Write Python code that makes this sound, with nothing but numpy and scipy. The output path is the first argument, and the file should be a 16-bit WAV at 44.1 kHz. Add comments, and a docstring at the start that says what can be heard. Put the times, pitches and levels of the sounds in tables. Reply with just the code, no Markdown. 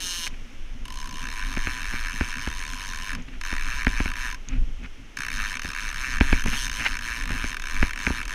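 """Sea reel on a windy beach

A big reel spins freely and is braked, then line is drawn off it in separate pulls. A pawl snaps over an
off-centre ratchet wheel and rings rim, side plates and spool; the plates swell once per turn.
The rod butt knocks against the angler's body as he walks backwards, tackle ticks, and a sleeve rubs close
to the microphone. Shaped noise gives the wind rumble, the flapping jacket and the surf hiss behind."""
import sys
import numpy as np
from scipy import signal
from scipy.fft import rfft, irfft
from scipy.io import wavfile

SR = 44100
rng = np.random.default_rng(int(sys.argv[2]) if len(sys.argv) > 2 else 0)


def wav_out(sig):
    """Save sig, one row per channel (or a flat mono array), as 16-bit PCM at SR to the path in sys.argv[1]."""
    wavfile.write(sys.argv[1], SR, np.round(np.clip(np.atleast_2d(sig).T, -1, 1) * 32767).astype(np.int16))


N = 367794
TIME = np.arange(N) / SR  # s

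# rumble through cloth: (frequency [Hz], relative density [dB])
JACKET_COLOUR = [(60, 3), (130, 0.5), (200, -3.5), (260, 4.5), (340, -15.5), (500, -19), (900, -26),
                 (2000, -66)]


def from_db(db):
    """Decibels to amplitude gain."""
    return 10 ** (np.asarray(db) / 20)


def rms_one(x):
    """Scale to unit power."""
    return x / np.sqrt(np.mean(x ** 2) + 1e-20)


def in_time(rows):
    """Interpolate each column of a time table at every sample."""
    s, *columns = np.transpose(rows)
    return [np.interp(TIME, s, column) for column in columns]


def drift(knots_per_s):
    """Random curve: straight lines between normal knots of spread 1."""
    knots = rng.standard_normal(6000)
    return np.interp(TIME * knots_per_s, np.arange(len(knots)), knots)


def noise(colour):
    """Noise of unit power with the given spectrum and steep skirts beyond its ends."""
    hz, db = np.transpose(colour)
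    f = np.maximum(np.arange(N // 2 + 1) * SR / N, 1)
    low_skirt = 1 + (hz[0] / f / 2 ** .5) ** 8
    high_skirt = 1 + (f / hz[-1] / 2) ** 8
    gain = from_db(np.interp(np.log(f), np.log(hz), db)) / np.sqrt(low_skirt * high_skirt)
    return rms_one(irfft(rfft(rng.standard_normal(N)) * gain, N))


def impulses(times_s, sizes):
    """One impulse at each time."""
    index = np.round(np.asarray(times_s) * SR).astype(int)
    return np.bincount(np.clip(index, 0, N - 1), sizes, N)


def fade(x, decay_s):
    """Every impulse dies away exponentially from its own height."""
    return signal.lfilter([1], [1, -np.exp(-1 / (decay_s * SR))], x + 1e-18)


def chatter(hits, decay_s):
    """Each hit spread into a dying burst of micro-contacts of the same mean energy."""
    return rng.standard_normal(N) * np.sqrt(fade(hits ** 2, decay_s) / (decay_s * SR))


def resonate(x, modes):
    """Parallel two-pole resonances with alternating signs."""
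    out = 0
    for k, (hz, width_hz, db) in enumerate(modes):
        r = np.exp(-np.pi * width_hz / SR)
        poles = [1, -2 * r * np.cos(2 * np.pi * hz / SR), r * r]
        gain = (-1) ** k * from_db(db) * (1 - r * r) / 2
        out = out + gain * signal.lfilter([1, 0, -1], poles, x + 1e-18)
    return out


def ring(x, modes, vary_db):
    """Resonances scaled to unit energy per unit impulse; the drive of each mode drifts separately."""
    out = 0
    for k, mode in enumerate(modes):
        drive = x * from_db(vary_db * drift(45))
        out = out + (-1) ** k * resonate(drive, [mode])
    return out / np.linalg.norm(resonate(signal.unit_impulse(SR // 10), modes))


def strike(x, modes):
    """Resonances in which a unit impulse rings with peak 1."""
    return resonate(x, modes) / np.abs(resonate(signal.unit_impulse(SR // 10), modes)).max()


def beach(jacket_db=-37, jacket_follows=0.4):
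    """Lumpy wind on the port, the jacket flapping with the gusts, and nearly steady surf."""
    # wind strength on the port: (time [s], relative level [dB])
    gusts = [(0, -40.5), (.65, -35), (1.3, -35.5), (1.55, -27.5), (2.7, -34), (3.6, -34.5), (3.95, -23.5),
             (4.47, -41.5), (4.54, -19.5), (4.62, -19), (4.7, -30), (5.12, -44.5), (5.43, -25), (5.56, -42),
             (6.35, -24.5), (6.9, -33), (7.35, -28.5), (7.62, -36.5), (7.82, -21), (8, -38), (8.34, -29)]
    # surf: (time [s], level [dB])
    surf = [(0, -48), (.8, -51.5), (3.3, -51), (5.1, -52), (8.34, -48.5)]
    # spectra: (frequency [Hz], relative density [dB])
    wind_colour = [(20, 6.5), (35, -4), (50, -10.5), (70, -19.5), (110, -31.5), (200, -46.5), (500, -60)]
    surf_colour = [(300, -2), (500, -8.5), (900, -11), (1500, -9), (2200, -6.5), (3100, -7), (3900, -17),
                   (4700, -21), (5400, -15), (6300, -15.5), (7500, -26.5), (10000, -28.5), (12500, -34),
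                   (15000, -40)]
    gust_db, = in_time(gusts)
    surf_db, = in_time(surf)
    wind = from_db(gust_db + 2.5) * noise(wind_colour)
    flap_db = jacket_db + jacket_follows * gust_db + 5.5 * drift(35)
    return wind + from_db(flap_db) * noise(JACKET_COLOUR) + from_db(surf_db) * noise(surf_colour)


def sleeve():
    """Cloth slides in short strokes: a grainy rasp, and a rumble through the jacket."""
    # strokes of sleeve and hand: (time [s], Gaussian half length [s], rasp level [dB], rumble level [dB])
    rubs = [(0.272, 0.0043, -30.5, -50), (0.344, .004, -44, -53), (3.176, 0.033, -46, -36.5),
            (3.284, 0.0066, -45, -44), (3.341, 0.017, -47, -53), (4.53, 0.036, -43.5, -42),
            (4.85, 0.014, -41, -39.5), (5.37, 0.066, -60, -43.5), (6.478, 0.015, -32, -29),
            (6.541, 0.015, -30.5, -35), (6.807, 0.018, -31, -39.5), (6.865, 0.0099, -21, -49),
            (7.33, 0.043, -40, -34.5)]
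    # rasp spectrum: (frequency [Hz], relative density [dB])
    rub_colour = [(200, -19), (600, -19), (900, -11.5), (1500, -3), (2600, -1), (3300, -14.5), (5000, -24),
                  (14000, -49)]
    strokes = [np.exp(-.5 * ((TIME - s) / length_s) ** 2) for s, length_s, _, _ in rubs]
    rasp, rumble = from_db(np.array(rubs)[:, 2:].T) @ np.array(strokes)
    grain = from_db(3.5 * drift(600))
    return rasp * rms_one(noise(rub_colour) * grain) + rumble * noise(JACKET_COLOUR)


def ticks():
    """Small hard parts of the tackle touch and ring briefly."""
    # touches: (time [s], level [dB])
    touches = [(3.182, -47), (3.223, -37), (4.487, -22.5), (4.838, -43)]
    # tackle resonances: (frequency [Hz], width [Hz], relative level [dB])
    tick_modes = [(2880, 900, -2), (6520, 260, 10), (7640, 1000, -31.5)]
    s, db = np.transpose(touches)
    touch = impulses(s, from_db(db))
    return strike(touch + 0.5 * chatter(touch, 0.0019), tick_modes)


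def knocks(soft_hz=1100, dull_hz=3600, slack_s=0.00069):
    """A padded push thuds through the body while the reel seat clacks twice in its play."""
    # rod knocks: (time [s], relative thud level [dB], relative clack level [dB])
    rod_knocks = [(1.571, -14, -20.5), (1.671, -16.5, -20), (1.937, -21, -32), (2.209, -9.5, -16.5),
                  (2.473, -14.5, -19), (3.527, -17.5, -33), (3.868, -6.5, -12.5), (4.002, -10.5, -19.5),
                  (4.057, -16, -25), (5.648, -20.5, -37), (6.2092, -2, -8), (6.327, -4.5, -7),
                  (6.459, -12.5, -33), (7.304, -18, -31), (7.441, -18, -26), (7.827, -6.5, -9),
                  (8.067, -21.5, -13.5), (8.072, -11, -34), (8.103, -10.5, -40)]
    # resonances of body and rod: (frequency [Hz], width [Hz], relative level [dB])
    thud_modes = [(48, 34.4, 9), (82, 42.6, 0.5), (156, 36, -10.5), (258.5, 79.5, -0.5), (388, 135, -9),
                  (566, 210, -14.5), (950, 240, -12.5)]
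    clack_modes = [(970, 73, -46), (1620, 240, -3.5), (2200, 188, -0.5), (2445, 300, -3)]
    s, thud_db, clack_db = np.transpose(rod_knocks)
    push = impulses(s + 0.00055, from_db(thud_db))
    thud = strike(push + 0.19 * chatter(push, 0.014), thud_modes)
    thud = signal.sosfilt(signal.butter(2, soft_hz, fs=SR, output="sos"), thud)
    clack = impulses(s, from_db(clack_db)) + 0.22 * impulses(s + slack_s, from_db(clack_db))
    clack = clack + 0.65 * chatter(clack, 0.00021) + 0.47 * chatter(clack, 0.0082)
    clack = strike(clack, clack_modes)
    clack = signal.sosfilt(signal.butter(2, dull_hz, fs=SR, output="sos"), clack)
    return from_db(-2) * thud + from_db(2.5) * clack


def spin_teeth():
    """Tooth times [s] while the spool coasts; it is braked to rest on a tooth."""
    start_s, stop_s = .003, .283
    teeth_per_s, coast_teeth_per_s2, brake_teeth_per_s2 = 186, 79, 8000
    t = np.arange(start_s, stop_s, 1 / SR)
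    coasting = teeth_per_s - coast_teeth_per_s2 * (t - t[0])
    braking = brake_teeth_per_s2 * (stop_s - t)
    turned = np.cumsum(np.minimum(coasting, braking)) / SR
    return np.interp(np.arange(round(turned[-1]) + 1), turned, t)


def pull_teeth(ease_s=.109):
    """Tooth times [s] of pulls that speed the spool up and ease off, each over a whole number of teeth."""
    # pulls, each until the next row; drive 0 stops the spool:
    # (time [s], speed at the start [teeth/s], drive [teeth/s], rise [s])
    pulls = [(0.853, 32, 79, 0.22), (1.091, 52, 115, 0.3), (1.269, 54, 131, 0.2), (1.435, 80, 112, 0.06),
             (1.564, 67, 127, 0.11), (1.829, 72, 120, 0.09), (2.082, 74, 123, 0.16), (2.354, 59, 165, 0.18),
             (2.486, 70, 109, 0.2), (2.65, 69, 97, 0.1), (2.972, 70, 111, 0.15), (3.149, 44, 0, 0),
             (3.412, 25, 97, 0.07), (3.579, 60, 165, 0.33), (3.846, 49, 119, 0.12), (4.136, 34, 127, 0.06),
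             (4.344, 42, 0, 0), (5.17, 52, 78, 0.09), (5.283, 50, 104, 0.1), (5.594, 26, 103, 0.08),
             (5.732, 57, 112, 0.11), (5.943, 52, 131, 0.07), (6.202, 38, 135, 0.03), (6.438, 40, 138, 0.11),
             (6.696, 44, 114, 0.09), (6.989, 34, 117, 0.07), (7.255, 42, 113, 0.15), (7.567, 27, 112, 0.31),
             (7.932, 26, 122, 0.15), (8.253, 23, 133, 0.12), (8.335, 130, 0, 0)]
    times = []
    for (start, speed_in, drive, rise_s), (end, speed_out, next_drive, _) in zip(pulls, pulls[1:]):
        if drive > 0:
            t = np.arange(start, end, 1 / SR)
            progress = np.minimum([(t - start) / rise_s, (end - t) / ease_s], 1)
            rise, ease = np.sin(np.pi / 2 * progress)
            speeding_up = speed_in + (drive - speed_in) * rise
            easing_off = speed_out + (drive - speed_out) * ease
            turned = np.cumsum(np.minimum(speeding_up, easing_off)) / SR
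            teeth = round(turned[-1])
            # the last tooth belongs to the next pull unless the spool stops
            count = np.arange(teeth + (next_drive == 0))
            times.append(np.interp(count / teeth, turned / turned[-1], t))
    return np.concatenate(times)


def drops(lead_s=.0003, wobble_db=2, wobble_s=.00013):
    """Pawl drop times [s] and strengths [dB]: both waver once per turn; a fast spool has less jitter."""
    wheel_teeth, high_tooth = 14, 11.5  # off-centre wheel: plates ring hardest at the high tooth
    runs = spin_teeth(), pull_teeth()
    at = np.concatenate(runs)
    tooth = np.concatenate([np.arange(len(run)) for run in runs])
    teeth_per_s = 1 / np.gradient(at)
    angle = 2 * np.pi * (tooth - high_tooth) / wheel_teeth
    jitter_s = np.interp(teeth_per_s, [60, 110, 160], [.00025, .0001, .00002])
    late_s = wobble_s * np.sin(angle) + jitter_s * rng.standard_normal(len(at))
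    return at - lead_s + late_s, wobble_db * np.cos(angle)


def scatter(x):
    """Waves run to and fro in the metal frame and smear every snap in the same way (all-pass loops)."""
    # round trips in the frame: (delay [s], share sent round again [ratio])
    frame_paths = [(.00014, .55), (.00034, .5), (.00077, -.3)]
    for delay_s, share in frame_paths:
        loop = np.r_[1, np.zeros(round(delay_s * SR) - 1), -share]
        x = signal.lfilter(loop[::-1], loop, x + 1e-18)
    return x


def snaps(at, size, chatter_s, rattle_s, rattle):
    """A snap alike on every tooth plus chatter and loose rattle; at speed the pawl settles to a cleaner whine."""
    teeth_per_s = 1 / np.gradient(at)
    loose = np.interp(teeth_per_s, [90, 130, 170], [.57, .48, .32])
    alike = impulses(at, size * np.sqrt(1 - loose ** 2))
    stray = impulses(at, size * loose)
    return scatter(alike + chatter(stray, chatter_s)) + rattle * chatter(stray, rattle_s)


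def ratchet(uneven_db=0.45, lag_s=.0005, hard_db=-33, bright_hz=9000):
    """Each drop of the pawl rings the rim at once, the side plates and the spool a moment later."""
    # relative levels at 100 teeth/s; rim brightest when the reel swings out before the microphone:
    # (time [s], side plates [dB], rim [dB], spool [dB])
    pawl = [(.2, -45, -34, -52.5), (.9, -46.5, -42.5, -43), (1.12, -45.5, -42.5, -44),
            (1.24, -38.5, -41.5, -44.5), (2, -35.5, -41, -48.5), (2.85, -39.5, -40.5, -45),
            (3.5, -33.5, -40, -46.5), (4.1, -36, -41.5, -46), (5.3, -33, -38, -50), (5.7, -34.5, -40, -48),
            (6.3, -34, -40, -49.5), (6.6, -37, -34, -46.5), (6.9, -35, -39.5, -47),
            (8.3, -35, -40.5, -47.5)]
    # reel resonances: (frequency [Hz], width [Hz], relative level [dB])
    plate_modes = [(1191, 163, -4.5), (1561, 179, 1.5), (1772, 166, 2.5), (2288, 163, -1), (2673, 142, -3)]
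    rim_modes = [(2835, 185, 2.5), (3186, 360, -2), (3662, 60, 2.5), (4170, 230, -2.5), (4546, 47, -2),
                 (5320, 255, -1), (5620, 106, -4), (6178, 245, 1), (6640, 90, -13.5), (8040, 100, -14),
                 (9400, 780, -13), (9610, 260, -6.5), (11050, 2900, -20), (12930, 450, -16.5),
                 (14550, 1000, -28)]
    spool_modes = [(998.3, 49, 7.5), (1090, 132, 0.5)]
    at, turn_db = drops()
    s, plate_db, rim_db, spool_db = np.transpose(pawl)
    force = np.sqrt(SR / 100) * from_db(uneven_db * rng.standard_normal(len(at)))
    plate = force * from_db(np.interp(at, s, plate_db) + turn_db)
    rim = force * from_db(np.interp(at, s, rim_db))
    spool = force * from_db(np.interp(at, s, spool_db))

    rim_snap = snaps(at, rim, chatter_s=0.0024, rattle_s=0.0021, rattle=1.0)
    # a harder snap has a shorter contact, and so more top
    hardness = from_db(np.interp(TIME, s, rim_db) - hard_db) ** 2
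    top = signal.sosfilt(signal.butter(1, bright_hz, "high", fs=SR, output="sos"), rim_snap)
    rim_ring = ring(rim_snap + 0.55 * hardness * top, rim_modes, vary_db=2.0)

    plate_snap = snaps(at + lag_s, plate, chatter_s=0.0011, rattle_s=0.005, rattle=0.68)
    plate_ring = ring(plate_snap, plate_modes, vary_db=1.35)

    spool_snap = snaps(at + lag_s, spool, chatter_s=0.012, rattle_s=0.016, rattle=0.62)
    spool_hum = ring(spool_snap, spool_modes, vary_db=0.0)
    return plate_ring + 0.82 * rim_ring + spool_hum


def scene():
    """Sum of all sources in the open air, without echo; one channel."""
    return (beach() + sleeve() + ticks() + knocks() + ratchet())[None]


def record(dry):
    """The highest peaks are rounded and the top is cut."""
    ceiling, cutoff_hz = .95, 15600
    rounded = dry / (1 + (dry / ceiling) ** 8) ** (1 / 8)
    return signal.sosfilt(signal.ellip(10, .2, 80, cutoff_hz, fs=SR, output="sos"), rounded)


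dry = scene()
out = record(dry)
wav_out(out)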